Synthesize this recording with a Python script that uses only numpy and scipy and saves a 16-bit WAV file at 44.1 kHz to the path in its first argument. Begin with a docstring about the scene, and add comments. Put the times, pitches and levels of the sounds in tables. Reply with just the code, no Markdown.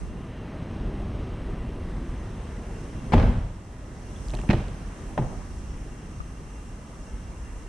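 """Street rumble, passing traffic and a whistling hiss fill a large showroom. A car door is pushed shut;
then a handle is pulled, the latch lets go and a second door swings to its stop.
Every blow makes the door panel ring, then dies away in the hall, bass last.
Near the end a finger taps the microphone's case and a horn toots far away."""
import sys
import numpy as np
from scipy import signal
from scipy.io import wavfile

SR = 44100
rng = np.random.default_rng(int(sys.argv[2]) if len(sys.argv) > 2 else 0)


def unload_audio(sound):
    """Save the sound as a 16-bit wav file, at the path given as the first command line argument."""
    columns = np.transpose(np.atleast_2d(sound))
    # keep every value between -1 and 1, then stretch to whole-number steps
    steps = np.round(np.clip(columns, -1, 1) * 32767)
    wavfile.write(sys.argv[1], SR, steps.astype(np.int16))


N = 338732

# the tones of each door panel: f/Hz, level/dB, fade/s (a fade, or t60, is the time to drop 60 dB)
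FRONT_TONES = [(27.7, -4, 0.87), (42.4, 0, 0.73), (85.6, -0.5, 0.34), (104.2, -3, 0.78), (145, -7, 0.2),
               (239, -5.5, 0.43), (388, -12.5, 0.094), (460, -9, 0.063), (511, -12.5, 0.13),
               (630, -16, 0.058), (708, -10.5, .07), (864, -4, 0.056), (1065, -4.5, 0.04),
               (1225, -21, 0.051), (1950, -12, 0.035), (2520, -23, 0.034), (3360, -10, .03)]
REAR_TONES = [(43, -0.5, 0.94), (77, -14, .3), (128.6, -0.5, 0.27), (212, -5, 0.11), (333.4, -6.5, 0.13),
              (385, -7.5, 0.11), (605, -11.5, 0.15), (700, -15, 0.075), (736, -7, 0.057), (869, -7, 0.072),
              (1000, -21, 0.07), (1216, -13, 0.075), (1854, -6.5, 0.042), (2523, -5.5, 0.037),
              (3180, -16, .03)]

def door_panel(tones, on_this_door):
    """Each blow rings the panel's tones a little differently; rubber softens the contact."""
    luck_db = 1.56 * rng.standard_normal((len(BLOWS), len(tones)))
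    rings = 0
    for k, (hz, db, t60) in enumerate(tones):
        strength = on_this_door * from_db(blow_db(hz) + db + luck_db[:, k])
        rings += (-1) ** k * ring(struck(strength), hz, t60)
    return filtered(rings, 2, 5000)

# blows on the doors: t/s, thud/dB, knock/dB, crack/dB, pan/dB (plus is left)
BLOWS = [(3.121, -25, -24, -31.5, 15), (3.127, -36, -23, -30, 6), (3.132, -38, -29, -27, 6),
         (3.1352, -13, -11, -23, 6), (3.167, -26, -23, -42, 2), (3.179, -26.5, -18, -33, -6),
         (3.197, -20, -25, -34, -9), (3.226, -28.5, -34, -36, 2), (3.272, -32, -37, -44, 4),
         (4.336, -29, -28.5, -38.5, -9), (4.388, -34, -36, -40.5, -1), (4.435, -49, -31.5, -52, -6),
         (4.490, -36, -31, -33, -9), (4.501, -17.5, -21, -26.5, 0), (4.5057, -20.5, -30, -24, -6.5),
         (4.51, -24, -27, -30, -7), (4.531, -21.5, -20, -32, -5), (4.540, -26, -29, -46, -13),
         (4.681, -42, -43, -58, -3), (5.177, -32.5, -14, -37, 4), (5.186, -25, -21.5, -43, 1),
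         (5.194, -22, -45, -54, -1), (5.221, -34, -28, -50, 3)]
# how much of that pan is used at each pitch: f/Hz, share
PAN_SHARE = [(100, 0.05), (300, 0.18), (700, 0.5), (1500, 0.4), (4000, 0.2), (9000, .3)]
# where boom, thud, knock, crack and tick lie: f/Hz
BLOW_HZ = [50, 200, 700, 2500, 8000]
BLOW_TIMES = np.array(BLOWS)[:, 0]
ON_REAR = BLOW_TIMES > 4   # blows after 4 s fall on the rear door
SLAM_S, SETTLE_S = 3.135, .04
SETTLED = np.clip((BLOW_TIMES - SLAM_S) / SETTLE_S, 0, 1) * ~ON_REAR   # front door only, 0 to 1

def blow_db(hz):
    """Each blow's level at one pitch; boom and tick grow as the front door settles into its seal."""
    _, thud, knock, crack, pan = np.transpose(BLOWS)
    boom = thud + np.where(ON_REAR, -6.5, -5) + 8 * SETTLED
    tick = crack + np.where(ON_REAR, -21, -23) + 3 * SETTLED
    spectra = np.transpose([boom, thud, knock, crack, tick])
    level_db = np.array([np.interp(np.log(hz), np.log(BLOW_HZ), row) for row in spectra])
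    return level_db + at_hz(PAN_SHARE, hz) * pan / 2 * np.array([[1], [-1]])

def struck(sizes):
    """One click for every blow, left and right."""
    return np.array([clicks(BLOW_TIMES, side) for side in sizes])

# clicks of the handle and latch rods: t/s, level/dB, f/Hz
LATCH_CLICKS = [(4.2574, -47, 3050), (4.2846, -36, 4830), (4.2970, -36, 3280), (4.3050, -34.5, 4000),
                (4.3144, -42, 6100), (4.3440, -40, 8500), (4.3510, -31, 4300), (4.3720, -33, 3000),
                (4.3880, -41, 2900), (4.4004, -36, 3070), (4.4156, -33, 2610), (4.5310, -34, 4270),
                (4.6830, -41, 4500)]

def handle():
    """The hand meets the handle with a ping; then hard parts click, each with a ring, tap and snap."""
    times, level_db, ring_hz = np.transpose(LATCH_CLICKS)
    ping = ring(clicks([4.160], from_db(-51)), hz=3420, t60=.07)
    rings = sum(ring(clicks([t], from_db(db + 1)), hz, t60=.004) for t, db, hz in LATCH_CLICKS)
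    taps = filtered(clicks(times, from_db(level_db + 10)), 3, [2200, 8000], "band")
    snap_db = level_db - 34 + 15 * np.log2(ring_hz / 3500)   # higher clicks snap harder
    snaps = ring(clicks(times, from_db(snap_db)), hz=13800, t60=.003)
    return ping + filtered(rings + taps, 4, 10500) + snaps

def seal_pop(start_s=4.4932, hz=165):
    """Air pops as the rubber seal parts: about one cycle, push then pull."""
    cycles = np.maximum(np.arange(N) / SR - start_s, 0) * hz
    swell = np.sin(np.pi * np.minimum(cycles / 1.21, 1))
    return from_db(-5) * swell * np.sin(2 * np.pi * cycles)

# the rattle where door and frame meet: f/Hz, level/dB (next to the blow), fade/s
RATTLE = [(200, -8, 0.078), (695, -10.5, 0.036), (2500, -7.5, 0.046), (8000, -7, 0.063), (14000, -24, .03)]

def rattle(hz):
    """Energy at one pitch as the contact rattles briefly after each blow."""
    return dying(blow_db(hz) + at_hz(RATTLE, hz), rise_s=.001, t60=at_hz(RATTLE, hz, column=2))

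# the hall's echo: f/Hz, level/dB (next to what the hall gets), rise/s, fade/s
HALL = [(30, -13, 0.022, 0.57), (102, -7.5, 0.0072, 0.84), (300, -16, 0.016, 0.43), (980, -23, 0.029, 0.78),
        (3020, -19.5, 0.0061, 0.77), (8000, -18.5, .03, 0.62), (14000, -35, .02, .4)]

def hall_echo(hz):
    """Energy at one pitch coming back from the hall; there is more once the front door has settled."""
    sent_db = blow_db(hz) + np.where(ON_REAR, -6, -2.5) + 3.5 * SETTLED
    return dying(sent_db + at_hz(HALL, hz), at_hz(HALL, hz, column=2), at_hz(HALL, hz, column=3))

def dying(levels_db, rise_s, t60):
    """Energy that builds up after each blow, then fades."""
    fall = 10 ** (-6 / (t60 * SR))
    rise = np.exp(-1 / (rise_s * SR))
    return signal.lfilter([1 - rise], np.convolve([1, -fall], [1, -rise]), struck(from_db(2 * levels_db)))

def door_tails(bands):
    """Rattle and echo set the loudness of each band of noise."""
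    tails = 0
    for hz, band in bands:
        noise = rms_one(np.roll(band, N // 2, axis=1))   # shifted so it is unlike the background
        tails += np.sqrt(np.abs(rattle(hz) + hall_echo(hz))) * noise
    return tails

# the tones of the microphone's case: f/Hz, level/dB, fade/s
CASE_TONES = [(60, -24, .06), (250, -30, 0.037), (1230, -28, .04), (2300, -40, .008)]

def case_tap(start_s=6.204):
    """A finger taps the microphone's case, which pushes the left side and pulls the right."""
    tap = sum(ring(clicks([start_s], from_db(db)), hz, t60) for hz, db, t60 in CASE_TONES)
    return tap * np.array([[1], [-.7]])

# the horn's overtones: multiple of the base pitch, level/dB
HORN_TONES = [(2, -60), (3, -62), (4, -62), (5, -66)]

def horn(start_s=7.06, end_s=7.2, base_hz=432):
    """A far horn: steady overtones, switched on and left to fade in the street."""
    t = np.arange(N) / SR
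    on = signal.lfilter([.001], [1, -.999], (t > start_s) & (t < end_s))
    return on * sum(from_db(db) * np.sin(2 * np.pi * k * base_hz * t + k) for k, db in HORN_TONES)

# traffic swells past outside and thins out: t/s, drone/dB, roar/dB
TRAFFIC = [(0.0, -41.5, -52.5), (0.41, -37.5, -46.5), (0.8, -34.5, -44.5), (1.39, -37.5, -44.5),
           (2.0, -37, -46.5), (2.7, -40.5, -48.5), (4.3, -41, -50), (5.0, -42.5, -50), (5.7, -42, -53),
           (6.6, -43.5, -54), (7.68, -46.5, -53.5)]
# the lumpy deep rumble and the hiss rise and fall: t/s, level/dB
RUMBLE_LEVEL = [(0.0, -30.5), (0.15, -44), (0.68, -42.5), (0.85, -34), (1.11, -32), (1.39, -35.5),
                (1.92, -32), (2.54, -39), (3.12, -38), (3.31, -29), (3.45, -41), (3.9, -39.5),
                (4.25, -33.5), (4.6, -40), (5.37, -39.5), (5.65, -33.5), (5.86, -40), (6.65, -42.5),
                (7.21, -39), (7.68, -37.5)]
HISS_LEVEL = [(0.0, -59), (0.15, -66), (0.41, -67), (1.5, -66), (2.8, -60), (4.0, -60.5), (4.25, -56),
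              (4.68, -60), (5.25, -58), (6.0, -61), (7.68, -60.5)]

def street_levels():
    """Loudness in dB of rumble, drone, roar, wash and hiss; the wash partly follows the roar."""
    drone_db, roar_db = in_time(TRAFFIC)
    wash_db = -51.5 + 0.59 * (roar_db - roar_db.mean())
    push_db = bump(3.18, db=7.5, in_s=0.47, out_s=.18)   # the closing door pushes air ahead of it
    return [*in_time(RUMBLE_LEVEL), drone_db + push_db, roar_db, wash_db, *in_time(HISS_LEVEL)]

# the tone colour of five noises of traffic and air, low to high: f/Hz, relative level/dB
RUMBLE = [(8.8, -38), (15, -7), (27, 0.5), (43, 8), (57, 4), (90, -17), (120, -34), (200, -120)]
DRONE = [(50, -14.5), (85, 0.5), (199, -3.5), (221, -4), (296, -10), (333, -23.5), (370, -18.5), (480, -79),
         (810, -120)]
ROAR = [(200, -31), (340, -1.5), (409, 1), (497, -5), (579, -4), (706, -12), (760, -9), (990, -27),
        (1670, -120)]
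WASH = [(440, -52), (740, -6), (1070, -0.5), (1420, -6.5), (1980, -6), (2420, -13.5), (2780, -11.5),
        (4500, -23), (5850, -41), (9900, -120)]
HISS = [(1760, -11), (3000, -21), (4090, -17), (5490, 18.5), (5840, 1.5), (6170, 0), (6930, 3.5),
        (9310, -1.5), (11500, -25), (14400, -30), (15500, -40)]
# the street leans a little to the right: t/s, left minus right/dB
STREET_PAN = [(0.0, -0.1), (3.0, -0.6), (4.5, -0.8), (7.68, -0.4)]

def street(bands, gains):
    """Traffic and air: five colours of noise, each band wavering a little."""
    layers = 0
    for hz, band in bands:
        colour = from_db([at_hz(spectrum, hz) for spectrum in (RUMBLE, DRONE, ROAR, WASH, HISS)])
        layers += colour[:, None, None] * from_db(0.98 * drift(3.7)) * band
    pan = from_db(in_time(STREET_PAN)[0] / 2 * [[1], [-1]])
    return pan * sum(gain * rms_one(layer) for gain, layer in zip(gains, layers))

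# whistles in the hiss: f/Hz, width/Hz, relative level/dB
WHISTLES = [(5550, 120, -2.5), (6203, 210, -1.5), (8220, 1100, -3), (9270, 310, -5.5)]

def background(bands):
    """Street, whistles and a thin whine; all sink briefly after the slam and come back."""
    dip_db = bump(3.63, db=-5, in_s=0.5, out_s=0.55)
    gains = from_db(street_levels() + dip_db)
    traffic = street(bands, gains)
    hiss_gain = gains[4]
    whistles = hiss_gain * from_db(-6.5) * sum(whistle(*row) for row in WHISTLES)
    whine = from_db(dip_db) * whistle(hz=2760, width_hz=59, db=-67)
    return traffic + whistles + whine

def whistle(hz, width_hz, db):
    """A wavering whistle: noise passed twice through one narrow resonance."""
    noise = rng.standard_normal((3, N))
    stereo = noise[0] + noise[1:]   # one part shared, one part for each side
    t60 = np.log(1000) / (np.pi * width_hz)
    return from_db(db + 0.92 * drift(4.5)) * rms_one(ring(ring(stereo, hz, t60), hz, t60))

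# how wide the noise sounds: f/Hz, side minus middle/dB
NOISE_WIDTH = [(60, -16.5), (100, -22), (180, -26.5), (310, -20), (550, -9.5), (950, -2.5), (1650, -2.5),
               (2860, -8), (4970, -1.5), (8640, 4), (15000, -1)]

def noise_bands():
    """Stereo noise cut into bands a third of an octave wide, more spread out in the treble."""
    edges = 16 * 2 ** np.arange(0, 10.1, 1 / 3)
    white = rng.standard_normal((2, 2, N))
    for k, (low, high) in enumerate(zip(edges, edges[1:])):
        mid, side = filtered(white[k % 2], 2, [low, high], "band")
        hz = np.sqrt(low * high)
        yield hz, mid + from_db(at_hz(NOISE_WIDTH, hz)) * side * [[1], [-1]]

def self_noise():
    """The microphone's own faint, high hiss, separate on each side."""
    return from_db(-82) * rms_one(filtered(rng.standard_normal((2, N)), 4, 10500, "high"))

def from_db(db):
    """Turn decibels into a gain."""
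    return 10 ** (np.asarray(db) / 20)

def rms_one(x):
    """Scale a signal to an average power of 1."""
    return x / np.sqrt(np.mean(x ** 2) + 1e-20)

def filtered(x, order, hz, kind="low"):
    """Keep the lows, the highs or a band; a higher order cuts more steeply."""
    return signal.sosfilt(signal.butter(order, hz, kind, fs=SR, output="sos"), x)

def at_hz(points, hz, column=1):
    """Read between a table's rows at one pitch."""
    return np.interp(np.log(hz), np.log(np.array(points)[:, 0]), np.array(points)[:, column])

def in_time(rows):
    """Read each column of a time table at every sample."""
    times, *columns = np.transpose(rows)
    return [np.interp(np.arange(N) / SR, times, column) for column in columns]

def bump(at_s, db, in_s, out_s):
    """A level change that ramps in before at_s and out after it."""
    return np.interp(np.arange(N) / SR, [at_s - in_s, at_s, at_s + out_s], [0, db, 0])

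def drift(rate_hz):
    """A slow random wobble, about 1 in size."""
    r = np.exp(-80 * np.pi * rate_hz / SR)
    slow = signal.lfilter([1], [1, -2 * r, r * r], rng.standard_normal(N // 40 + 2002))[2000:]
    return np.interp(np.arange(N) / 40, np.arange(len(slow)), rms_one(slow))

def clicks(times, sizes):
    """Clicks one sample long, at times in seconds."""
    out = np.full(N, 1e-18)
    np.add.at(out, np.round(np.asarray(times) * SR).astype(int), sizes)
    return out

def ring(x, hz, t60):
    """A resonance: each click starts a fading tone of the same height."""
    r, w = from_db(-60 / (t60 * SR)), 2 * np.pi * hz / SR
    return signal.lfilter([0, np.sin(w)], [1, -2 * r * np.cos(w), r * r], x)

def scene():
    """Doors close by, hall and street all round."""
    doors = door_panel(FRONT_TONES, ~ON_REAR) + door_panel(REAR_TONES, ON_REAR)
    latch = (handle() + seal_pop()) * from_db([[-.8], [.8]])
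    toot = horn() * from_db([[3], [-3]])
    bands = list(noise_bands())
    return doors + latch + door_tails(bands) + case_tap() + toot + background(bands)

# the stereo picture closes to the middle and opens again: t/s, how closed (0 open, about 1 shut)
NARROWING = [(0, 0.001), (.25, 0.18), (.5, 0.5), (.8, .92), (1.35, 1.01), (1.5, 0.41), (2.05, 0.15),
             (2.3, 0.07), (3.2, 0.01), (7.68, 0.001)]
# the bass widens for a moment: t/s, boost/dB, half length/s
BASS_SPREADS = [(0.0, 25, 0.95), (5.3, 13, .3)]

def record(dry):
    """Change the stereo width in three bands, add faint hiss, round the peaks and cut the very top."""
    mid, side = (dry[0] + dry[1]) / 2, (dry[0] - dry[1]) / 2
    bass = signal.sosfiltfilt(signal.butter(2, 200, fs=SR, output="sos"), side)
    treble = signal.sosfiltfilt(signal.butter(2, 5000, "high", fs=SR, output="sos"), side)
    closed, = in_time(NARROWING)
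    spread = from_db(sum(bump(s, db, half, half) for s, db, half in BASS_SPREADS))
    side = (from_db(-61 * closed ** 0.67) * spread * bass   # the bass shuts first and opens last
            + from_db(-52 * closed ** 0.89) * (side - bass - treble)
            + from_db(-21.5 * closed ** 1.2) * treble)
    stereo = np.array([mid + side, mid - side]) + self_noise()
    rounded = 1.228 * np.tanh(stereo / 1.173)
    return signal.sosfilt(signal.cheby2(12, 70, 16000, fs=SR, output="sos"), rounded)

dry = scene()
out = record(dry)
unload_audio(out)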